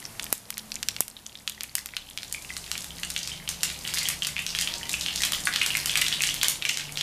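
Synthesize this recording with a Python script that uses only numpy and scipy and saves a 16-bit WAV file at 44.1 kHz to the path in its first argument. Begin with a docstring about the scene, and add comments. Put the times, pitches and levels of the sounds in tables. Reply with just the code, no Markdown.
"""Mustard seeds pop in hot oil in an iron pan on a gas burner, in a small hard-walled kitchen.
At first dry, damped snaps stand out over the burner's shaped noise and faint wavering drones; the hardest,
near 0.3 and 1 s, overload the microphone and press its gain down for a moment. From 1 to 3.3 s it backs away,
so the echoes take over; foam hisses softly near 2.6 s. After a short lull at 3.4 s the crackle surges at 4 s
and stays thick to the end, with many bubbles that burst as briefly ringing cavities."""
import sys
import numpy as np
from scipy import signal
from scipy.fft import rfft, irfft
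from scipy.io import wavfile

SR = 44100
rng = np.random.default_rng(int(sys.argv[2]) if len(sys.argv) > 2 else 0)


def wav_record(signal):
    """Record a signal, one row per channel, as 16-bit PCM in the file named by sys.argv[1]."""
    frames = np.transpose(np.atleast_2d(signal))
    bounded = np.clip(frames, -1, 1)
    # unit amplitude maps onto the largest positive 16-bit level
    quanta = np.round(bounded * 32767).astype(np.int16)
    wavfile.write(sys.argv[1], SR, quanta)


N = 309582
TIME = np.arange(N) / SR  # seconds
EDGE_HZ = 15200  # upper band limit
CEILING = 1.1  # amplitude at which the microphone clips

# spectrum of burner and room noise: frequency_hz, relative_density_db_per_hz
RUSH_SPECTRUM = [(20, -19), (34, 7.5), (48, -12), (110, -0.5), (170, -1.5), (260, -6.5), (400, -12),
                 (850, -10), (1500, -14), (3000, -15.5), (9000, -16), (11200, -14), (13000, -19.5),
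                 (15000, -26)]
# level of that rush before its flutter: time_s, level_db
RUSH_LEVEL = [(0, -45.5), (1.2, -42.5), (2.0, -47.5), (4.8, -46.5), (5.8, -43.5), (7.0, -47)]
# faint far-off drones, level before fading in and out: start_s, end_s, pitch_hz, level_db
FAR_DRONES = [(0, 1.8, 215, -57), (.48, .82, 215, -53), (0, 7.2, 64.3, -57), (1.9, 5.6, 69.2, -57),
              (2.2, 5.9, 172, -54), (3.15, 4.5, 145, -54), (5.65, 7.4, 146, -51.5), (4.4, 7.4, 307, -62),
              (4.66, 4.91, 930, -53), (4.6, 4.8, 615, -59), (.45, .62, 490, -63), (.08, .34, 660, -62)]
# spectrum of the low simmering hiss: frequency_hz, relative_density_db_per_hz
SIMMER_SPECTRUM = [(90, 1), (200, 3), (400, -1.5), (850, 0), (1400, -10), (3000, -14.5)]
# level of the simmering hiss: time_s, level_db
SIMMER_CURVE = [(0, -57), (.9, -52.5), (1.7, -56), (2.4, -52.5), (3.2, -58), (3.85, -48.5), (4.5, -56),
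                (4.72, -46), (5.1, -51), (7.0, -50)]
# kitchen echo: frequency_hz, relative_colour_db, t60_s
KITCHEN_ECHO = [(444, 15.5, 0.28), (1290, 2, 0.29), (3020, 1.5, 0.33), (7700, 3, 0.27), (15200, 2.5, 0.2)]
# the microphone backs away from the pan: time_s, room_over_direct_db
ROOM_OVER_DIRECT = [(1.0, -13), (2.1, -6.5), (3.3, 0.5), (6.5, 0)]
# how hard the oil splutters: time_s, level_db (each swarm adds its own offset)
SPLUTTER_LEVEL = [(0, -46.5), (.45, -46.5), (1.2, -43.5), (2.3, -41.5), (3.25, -41.5), (3.42, -47.5),
                  (4.03, -32), (4.17, -43), (4.63, -37.5), (4.82, -40.5), (5.2, -35.5), (5.42, -37),
                  (5.64, -36), (6.2, -34.5), (6.56, -38), (7.0, -38.5)]
# the loudest bursting steam bubbles: start_s, level_db (over a millisecond), pitch_hz
BUBBLE_BURSTS = [(0.053, -24.5, 5400), (1.167, -22.5, 3700), (1.2648, -19, 6300), (1.3542, -22, 3500),
                 (1.782, -20, 1840), (1.937, -25, 2140), (1.968, -23, 3150), (2.3466, -19.5, 2310),
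                 (2.497, -29, 2470), (2.504, -22.5, 2060), (3.317, -25, 3130), (3.477, -22.5, 2940),
                 (3.851, -23, 2970), (4.0556, -20, 3260), (4.222, -16, 3070), (4.3656, -18.5, 2530),
                 (4.3915, -18.5, 2580), (4.624, -21, 3220), (4.6743, -16.5, 2890), (4.831, -24, 3000),
                 (4.9403, -15.5, 2540), (5.0622, -17, 3020), (5.0846, -18, 3080), (5.3336, -17.5, 3200),
                 (5.4543, -18.5, 9100), (5.472, -11.5, 1500), (5.615, -13.5, 2200), (5.6179, -13, 2770),
                 (5.705, -16.5, 2760), (5.752, -13.5, 2260), (5.896, -15.5, 3000), (5.956, -11, 2380),
                 (6.018, -11.5, 2570), (6.0657, -15, 3080), (6.1264, -15, 3260), (6.2067, -15.5, 2450),
                 (6.2899, -18, 2800), (6.3078, -22, 3240), (6.4141, -16.5, 3380), (6.4448, -15.5, 3150),
                 (6.6235, -17.5, 3020), (6.6521, -13.5, 2480), (6.6947, -13, 2650), (7.0104, -15, 3220)]
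# the loudest cracking seed coats: start_s, level_db (over a millisecond), pitch_hz, decay_cycles (to 1/e)
SEED_SNAPS = [(0.1965, -19.5, 2320, 0.54), (0.2313, -26.5, 6300, 1.5), (0.2423, -24, 11000, 0.44),
              (0.3274, -2, 11000, 0.38), (0.5045, -13.5, 11000, .13), (0.572, -23, 2270, 0.52),
              (0.5803, -15, 9600, 0.42), (0.719, -15.5, 4350, 1.1), (0.756, -16.5, 6400, 1.6),
              (0.829, -13.5, 4030, 0.38), (0.8866, -7, 4670, 0.58), (0.9648, -18.5, 3170, 0.7),
              (1.0065, -0.5, 10000, 0.6), (1.0812, -18, 9100, 0.41), (1.477, -9, 3150, 1),
              (1.4967, -17, 8900, 0.61), (1.6083, -15, 3440, 0.43), (1.6343, -16, 9400, 0.78),
              (1.7534, -6.5, 9600, 0.48), (1.783, -21, 6500, .6), (1.8595, -18, 11000, 0.25),
              (1.9673, -13, 3200, 0.76), (2.1756, -17, 3340, 0.53), (2.232, -21.5, 3380, .7),
              (2.3258, -16, 8500, 0.97), (2.5674, -20, 3630, 0.42), (2.7157, -15, 3860, 0.37),
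              (2.7786, -22, 6030, 0.56), (2.8442, -26, 7300, 0.34), (3.0332, -19, 2670, 0.93),
              (3.103, -21.5, 6460, 0.39), (3.1636, -16.5, 2910, 1.24), (3.2317, -24, 5700, 1.2),
              (3.275, -22, 4300, 0.53), (3.4904, -17.5, 5840, 0.44), (3.633, -11.5, 5370, .36),
              (3.701, -24, 3140, 0.52), (3.8765, -22, 3530, 0.65), (3.939, -18.5, 5790, 0.26),
              (3.973, -19, 2560, 0.48), (3.985, -18.5, 4970, 0.43), (4.031, -22, 7000, 0.75),
              (4.0874, -13.5, 7200, 0.41), (4.2486, -19, 3630, 0.83), (4.27, -17.5, 5330, 0.32),
              (4.4655, -17.5, 3950, 0.59), (4.5501, -17, 2750, 0.81), (4.5883, -15.5, 3560, 0.62),
              (4.6119, -16, 5650, 0.4), (4.7393, -20, 4400, 1.5), (4.894, -20, 5100, 0.25),
              (4.916, -24, 6500, 0.99), (4.9319, -21, 6900, 0.65), (5.011, -19, 4600, 1.2),
              (5.1597, -18, 5570, 0.64), (5.22, -16.5, 4660, 0.5), (5.2355, -13, 2780, 0.8),
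              (5.2516, -17, 5790, 0.15), (5.3215, -16, 4130, 0.1), (5.5385, -18.5, 3460, .84),
              (5.5604, -14, 3000, 0.54), (5.663, -15, 3900, 0.24), (5.7707, -16.5, 8100, 0.27),
              (5.8594, -15, 5540, 0.36), (5.9742, -14, 3780, 0.13), (6.015, -15, 7100, 0.42),
              (6.043, -22.5, 4200, 0.56), (6.0827, -18.5, 5100, 0.35), (6.221, -15, 6770, 0.93),
              (6.237, -12.5, 2760, 0.67), (6.2727, -18.5, 5900, 1.2), (6.3425, -20, 8240, 0.34),
              (6.4319, -10.5, 3770, 0.19), (6.4837, -8, 7200, 0.42), (6.692, -16, 5750, 1.2),
              (6.7731, -17.5, 4120, 0.5), (6.9734, -18, 3370, 1.2)]


def gain_of(db):
    """Level: twenty decibels are a factor of ten in amplitude."""
    return 10 ** (np.asarray(db) / 20)


def evened(x):
    """Normalisation: scales a signal to rms 1."""
    return x / np.sqrt(np.mean(x ** 2) + 1e-20)


def curve(rows, s):
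    """Linear interpolation: reads a curve at the times s."""
    return np.interp(s, *np.transpose(rows))


def read(rows, hz, axis=1):
    """Logarithmic pitch scale: reads one column of a spectrum along log frequency."""
    columns = np.transpose(rows)
    return np.interp(np.log(hz + 1), np.log(columns[0]), columns[axis])


def add(mix, s, sound):
    """Superposition: adds a sound into the mix at time s."""
    part = mix[max(round(s * SR), 0):][:len(sound)]
    part += sound[:len(part)]


def drift(rate_hz, size=2048):
    """Random modulation: low-passed noise of rms 1."""
    hz = np.fft.rfftfreq(size, N / SR / size)
    slow = irfft(rfft(rng.standard_normal(size)) / (1 + (hz / rate_hz) ** 4))
    return evened(np.interp(np.arange(N) * size / N, np.arange(size), slow))


def shaped_noise(spectrum):
    """Spectral shaping: white noise weighted by a spectrum, at rms 1."""
    weight = gain_of(read(spectrum, np.fft.rfftfreq(N, 1 / SR)))
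    return evened(irfft(rfft(rng.standard_normal(N)) * weight, N))


def bandpass(x, order, low_hz, high_hz):
    """Band limitation: Butterworth filter along the last axis."""
    sos = signal.butter(order, [low_hz, high_hz], "bandpass", fs=SR, output="sos")
    return signal.sosfilt(sos, x)


def burner(flutter_db=1):
    """Broadband flow noise: the soft rush of flame and room, with a slow random flutter."""
    level_db = curve(RUSH_LEVEL, TIME) + flutter_db * drift(0.88)
    return gain_of(level_db) * shaped_noise(RUSH_SPECTRUM)


def drones(waver_db=2, wander=0.0081):
    """Modulated sinusoids: far-off tones swell, waver in pitch and level, and fade."""
    out = np.zeros(N)
    for start_s, end_s, pitch_hz, level_db in FAR_DRONES:
        cycles = np.cumsum(pitch_hz * (1 + wander * drift(13.6))) / SR
        tone = np.sin(2 * np.pi * cycles) * gain_of(waver_db * drift(3.3))
        tone = evened(tone[:max(int((end_s - start_s) * SR), 2)])
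        add(out, start_s, gain_of(level_db) * tone * signal.windows.tukey(len(tone), .25))
    return out


def simmer():
    """Continuous boiling noise: a low hiss of varying level fills the gaps between the pops."""
    return gain_of(curve(SIMMER_CURVE, TIME)) * shaped_noise(SIMMER_SPECTRUM)


def kitchen(x, first_s=0.00029, build_s=0.0034, dense_s=.07, count=10):
    """Reverberation: echoes off worktop and walls, sparse at first, then dense, decaying by frequency."""
    delay = np.arange(SR // 3) / SR
    density = np.clip((delay / dense_s) ** 2, .02, 1)
    present = rng.random((count, len(delay))) < density
    tails = rng.standard_normal((count, len(delay))) * present / np.sqrt(density)
    tails *= 1 - np.exp(-np.maximum(delay - first_s, 0) / build_s * 2)
    hz, t, bands = signal.stft(tails, SR, nperseg=256)
    colour_db = read(KITCHEN_ECHO, hz)[:, None]
    t60_s = read(KITCHEN_ECHO, hz, axis=2)[:, None]
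    tails = signal.istft(bands * gain_of(colour_db - 60 * t / t60_s), SR, nperseg=256)[1]
    tails /= np.linalg.norm(tails, axis=1, keepdims=True)
    # the sound is handed round the sets of echoes, 17 a second, at constant power
    turn = (17 * TIME - np.arange(count)[:, None]) % count
    share = np.sin(np.pi / 2 * np.minimum(turn, 2))
    return signal.oaconvolve(x * share, tails, axes=1).sum(0)[:N]


def froth(at_s=2.56, width_s=0.28, level_db=-47, low_hz=4500, high_hz=10000):
    """Foam collapse: a patch gives a short, soft band of noise under a Gaussian envelope."""
    hiss = bandpass(rng.standard_normal(N), 2, low_hz, high_hz)
    return gain_of(level_db) * evened(hiss) * np.exp(-((TIME - at_s) / width_s) ** 2)


def bursts(pitch_hz, cycles, snap=0.17, hold=1.52, round_cycles=3.9, low_hz=1250,
           wall_db=-6, wall_s=0.0021, sag=0.064, sag_s=0.0021, size=512):
    """Damped oscillation: a skin snaps, its cavity rings and collapses, the pan's wall scatters the sound."""
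    t = np.arange(size) / SR
    cycles = cycles[:, None]
    # the pitch sags as it rings
    turns = pitch_hz[:, None] * (t + sag * (sag_s * (1 - np.exp(-t / sag_s)) - t / 2))
    # long-ringing bubbles start gently
    soft = cycles ** 2 / (cycles ** 2 + round_cycles ** 2)
    decay = np.exp(-(turns / np.maximum(cycles, .1)) ** hold)
    ring = np.cos(2 * np.pi * turns - np.pi / 2 * soft) * decay
    ring[:, 0] *= .5 + snap
    wall = rng.standard_normal(ring.shape) * np.exp(-t / wall_s) * (t > .0003)
    wall *= gain_of(wall_db) / np.linalg.norm(wall, axis=1, keepdims=True)
    wall[:, 0] = 1  # the direct path
    sound = signal.fftconvolve(ring, wall, axes=1)
    sound = bandpass(sound, 3, low_hz, EDGE_HZ)  # so small a source radiates little bass
    # equal energy: rms 1 when averaged over a millisecond
    return sound / np.sqrt((sound ** 2).sum(1, keepdims=True) * 1000 / SR)


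def play(s, db, pitch_hz, cycles):
    """Superposition in time: lays out a set of bursts."""
    out = np.zeros(N)
    for at, size, sound in zip(s, gain_of(db), bursts(pitch_hz, cycles)):
        add(out, at, size * sound)
    return out


def crackle(per_s, level_db, spread_db, centre_hz, octaves, cycles, thicken=.7, count=48):
    """Random point process: small bursts of random size and pitch, louder and denser with the splutter."""
    pitch_hz = np.minimum(centre_hz * 2 ** (octaves * np.linspace(-1, 1, count)), EDGE_HZ)
    shapes = bursts(pitch_hz, cycles * (.5 + rng.random(count)))
    when, size, shape, chance = rng.random((8000, 4)).T
    s = when * N / SR
    splutter_db = curve(SPLUTTER_LEVEL, s)
    db = level_db + splutter_db + spread_db * np.minimum(-np.log(size), 3)
    rate = per_s * gain_of(thicken * (splutter_db - splutter_db.mean()))
    out = np.zeros(N)
    # candidates are thinned to the wanted rate
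    for k in np.flatnonzero(chance < rate * N / SR / len(s)):
        add(out, s[k], gain_of(db[k]) * shapes[int(shape[k] * count)])
    return out


def spatter(delay_s=.016, weaker_db=-6.5, range_db=8, most_db=-16, pitch_hz=4300, octaves=1.0,
            cycles=1.55, count=2):
    """Triggered events: each listed burst sets off weaker ones in the oil after exponential waits."""
    parents = [row[:2] for row in SEED_SNAPS + BUBBLE_BURSTS]
    s, db = np.repeat(parents, count, axis=0).T
    wait, size, pitch, ring = rng.random((len(s), 4)).T
    db = np.minimum(db, most_db) + weaker_db - range_db * size
    pitches_hz = pitch_hz * 2 ** (octaves * (2 * pitch - 1))
    return play(s - delay_s * np.log(wait), db, pitches_hz, cycles * (.5 + ring))


def bubbles(ring_cycles=2.55, ring_at_db=-17, db_per_halving=6):
    """Cavity resonance: gentle steam bubbles ring as round plips, violent ones tear and are cut short."""
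    s, db, pitch_hz = np.transpose(BUBBLE_BURSTS)
    return play(s, db, pitch_hz, ring_cycles * 2 ** ((ring_at_db - db) / db_per_halving))


def seeds():
    """Impulsive fracture: seed coats crack open with dry, strongly damped snaps."""
    return play(*np.transpose(SEED_SNAPS))


def scene():
    """Superposition: pan, room and background, alike in both channels."""
    plips = crackle(per_s=42, level_db=0.5, spread_db=4.0, centre_hz=2814, octaves=0.66, cycles=2.34)
    ticks = crackle(per_s=60, level_db=-2.0, spread_db=4.5, centre_hz=5850, octaves=0.75, cycles=1.0)
    fizz = crackle(per_s=580, level_db=-21.5, spread_db=1.5, centre_hz=6000, octaves=2.3, cycles=0.13)
    pan = froth() + fizz + ticks + plips + spatter() + bubbles() + seeds()
    room = kitchen(pan * gain_of(curve(ROOM_OVER_DIRECT, TIME)))
    mono = burner() + drones() + simmer() + room + pan
    return np.array([mono, mono])


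def held(db, fall_db_per_s):
    """Peak holding: keeps each peak of a level and lets it sink at a steady rate."""
    return np.maximum.accumulate(db + fall_db_per_s * TIME) - fall_db_per_s * TIME


def record(dry, threshold_db=3, recover_db_per_s=4.5, overshoot=1.04, release_db_per_s=80,
           thump=0.86, thump_low_hz=220, thump_high_hz=2600):
    """Overload: the sharpest snaps duck the gain and clip with a thump; a low-pass then limits the band."""
    peak = np.abs(dry).max(0)
    over_db = np.maximum(20 * np.log10(peak + 1e-9) - threshold_db, 0)
    # the gain dives deep for an instant, then creeps back
    slow_db = held(over_db, recover_db_per_s)
    fast_db = held(overshoot * over_db, release_db_per_s)
    duck_db = signal.lfilter(np.ones(20) / 20, 1, np.maximum(slow_db, fast_db))
    ducked = dry / gain_of(duck_db)
    # the overload is lopsided: what exceeds the ceiling leaves a low push
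    clipped = np.clip(ducked, -CEILING, CEILING)
    push = bandpass(np.abs(ducked - clipped), 1, thump_low_hz, thump_high_hz)
    lowpass = signal.firwin(255, EDGE_HZ, window=("kaiser", 8), fs=SR)
    return signal.oaconvolve(clipped + thump * push, lowpass[None], "same", axes=1)


dry = scene()
out = record(dry)
wav_record(out)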